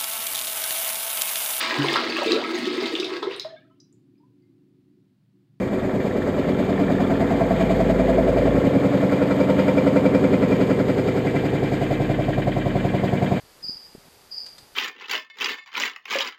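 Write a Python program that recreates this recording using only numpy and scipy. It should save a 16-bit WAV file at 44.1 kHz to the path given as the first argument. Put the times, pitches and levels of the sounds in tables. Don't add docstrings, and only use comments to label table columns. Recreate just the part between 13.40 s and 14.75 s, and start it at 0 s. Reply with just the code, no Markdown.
import sys
import numpy as np
from scipy import signal
from scipy.fft import rfft, irfft
from scipy.io import wavfile

SR = 44100
rng = np.random.default_rng(int(sys.argv[2]) if len(sys.argv) > 2 else 0)


def pcm_store(signal):
    levels = np.round(np.clip(np.atleast_2d(signal), -1, 1) * 32767)
    wavfile.write(sys.argv[1], SR, levels.astype(np.int16).T)


N = 59535


def amp(db):
    return 10 ** (np.asarray(db) / 20)


def unit_rms(x):
    return x / np.sqrt(np.mean(x ** 2) + 1e-20)


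def add(mix, start_s, sound):
    part = mix[max(round(start_s * SR), 0):][:len(sound)]
    part += sound[:len(part)]


def coloured(x, spectrum):
    hz, db = np.transpose(spectrum)
    bin_hz = np.fft.rfftfreq(N, 1 / SR)
    gain = amp(np.interp(np.log(bin_hz + 1), np.log(hz), db))
    return irfft(rfft(x) * gain, N)


def band_noise(centre_hz, width_hz):
    bell = np.exp(-2 * ((np.fft.rfftfreq(N, 1 / SR) - centre_hz) / width_hz) ** 2)
    return unit_rms(irfft(rfft(rng.standard_normal(N)) * bell, N))


def room(x, t60_s, build_s):
    t = np.arange(SR) / SR
    taps = rng.choice([-1., 1.], SR) * (rng.random(SR) < 0.1)
    taps *= (1 - np.exp(-(t / build_s) ** 2)) * amp(-60 * t / t60_s)
    return unit_rms(signal.fftconvolve(x, taps)[:N]) * np.sqrt(np.mean(x ** 2))


# f/Hz, level/dB
HISS_SPECTRUM = [(15, -25), (25, 0.5), (231, -2.5), (301, -3), (382, 0), (649, -3), (802, -2), (916, -4),
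                 (2080, -7.5), (2860, -9), (4850, -9), (5840, -11.5), (14000, -14)]


def room_hiss(level_db=-54):
    return amp(level_db) * unit_rms(coloured(rng.standard_normal(N), HISS_SPECTRUM))


def far_crickets(level_db=-64.5):
    return amp(level_db) * band_noise(centre_hz=4734, width_hz=610)


# centre t/s, half length/s, level/dB
HAND_RUBS = [(0.282, 0.095, -57), (0.666, 0.027, -58.5), (1.221, 0.069, -62)]


def hand_rubs():
    t = np.arange(N) / SR
    envelope = sum(amp(db) * np.exp(-((t - centre_s) / half_s) ** 2) for centre_s, half_s, db in HAND_RUBS)
    return envelope * band_noise(centre_hz=253, width_hz=780)


# centre t/s, level/dB, f/Hz
CAMERA_BUMPS = [(0.039, -46, 130), (0.2464, -41, 170), (0.282, -63, 204), (.295, -31, 216),
                (0.357, -48, 149), (0.5516, -29.5, 308), (0.5564, -37.5, 410), (.5825, -39.5, 153),
                (0.677, -48.5, 265), (0.684, -41.5, 200), (1.232, -48, 95), (1.328, -57.5, 89.5)]


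def camera_bumps(half_s=0.03, width_cycles=0.37, lead_cycles=0.059):
    out = np.zeros(N)
    t = np.arange(-half_s, half_s, 1 / SR)
    for centre_s, db, hz in CAMERA_BUMPS:
        cycles = t * hz
        swing = -np.cos(2 * np.pi * (cycles + lead_cycles))
        envelope = amp(db) / np.cosh(cycles / width_cycles * np.pi / 2)
        add(out, centre_s - half_s, envelope * swing)
    return out


# t/s, level/dB, decay/s
LITTER_TICKS = [(1.0625, -40.5, 0.01), (1.085, -53, 0.0095), (1.181, -39, 0.0087)]
# f/Hz, level/dB
TICK_SPECTRUM = [(100, -25), (500, -1.5), (1500, 0), (2600, -4.5), (3600, -0.5), (4400, 8.5), (5500, -3),
                 (6600, -4), (8200, -2), (10500, -14.5), (14000, -20.5)]


def litter_ticks(rise_s=0.0004, room_db=-10.5):
    envelope = np.zeros(N)
    t = np.arange(SR // 8) / SR
    for start_s, db, decay_s in LITTER_TICKS:
        add(envelope, start_s, amp(db) * (1 - np.exp(-t / rise_s)) * np.exp(-t / decay_s))
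    direct = envelope * unit_rms(coloured(rng.standard_normal(N), TICK_SPECTRUM))
    return direct + amp(room_db) * room(direct, t60_s=0.44, build_s=0.008)


def wing_stroke(length_s, db, first_hz, last_hz, rasp_db):
    jitter_hz, jitter_s = 55.5, 0.00091
    attack_s, release_s = 0.0018, 0.0054
    catch_gain, crest_fraction = 0.29, 0.57
    t = np.arange(0, length_s, 1 / SR)
    progress = t / length_s
    hz = last_hz + (first_hz - last_hz) * (1 - progress) ** 1.103
    hz += jitter_hz * band_noise(0, 1 / jitter_s)[:len(t)]
    tone = np.sqrt(2) * np.sin(2 * np.pi * np.cumsum(hz) / SR)
    rasp = amp(rasp_db) * band_noise(hz.mean(), width_hz=750)[:len(t)]
    swell = catch_gain + (1 - catch_gain) * np.minimum(progress / crest_fraction, 1) ** 1.48
    gate = np.minimum(t / attack_s, 1) * np.minimum((length_s - t) / release_s, 1)
    return amp(db) * swell * gate * (tone + rasp)


# t/s, length/s, level/dB, first f/Hz, last f/Hz, rasp/dB, room ring offset/dB
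WING_STROKES = [(.226, .034, -26, 5150, 4675, -22, -1), (0.274, .033, -24.5, 5150, 4682, -10, -2),
                (0.91, 0.0279, -28.5, 4920, 4708, -5, 1.5), (.959, 0.03, -27.5, 5030, 4686, -8, 1)]
# f/Hz, gain/dB
WING_RESONANCE = [(3800, -37), (4400, -15), (4630, 1.5), (4820, -4), (5020, 0), (5250, -9), (5700, -8),
                  (7000, -27)]


def cricket(direct_db=-3.5, early_db=-9.5, ring_db=-1.5):
    out = np.zeros(N)
    for start_s, *stroke, ring_offset_db in WING_STROKES:
        direct = np.zeros(N)
        add(direct, start_s, wing_stroke(*stroke))
        early = room(direct, t60_s=0.1, build_s=0.0042)
        ring = room(direct, t60_s=0.47, build_s=0.016)
        out += amp(direct_db) * direct + amp(early_db) * early + amp(ring_db + ring_offset_db) * ring
    return coloured(out, WING_RESONANCE)


def scene():
    return (cricket() + far_crickets() + camera_bumps() + hand_rubs() + litter_ticks() + room_hiss())[None]


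def record(dry):
    cutoff_hz = 14350
    lowpass = signal.firwin(511, cutoff_hz, window=("kaiser", 9), fs=SR)
    return signal.oaconvolve(dry, lowpass[None], "same")


dry = scene()
out = record(dry)
pcm_store(out)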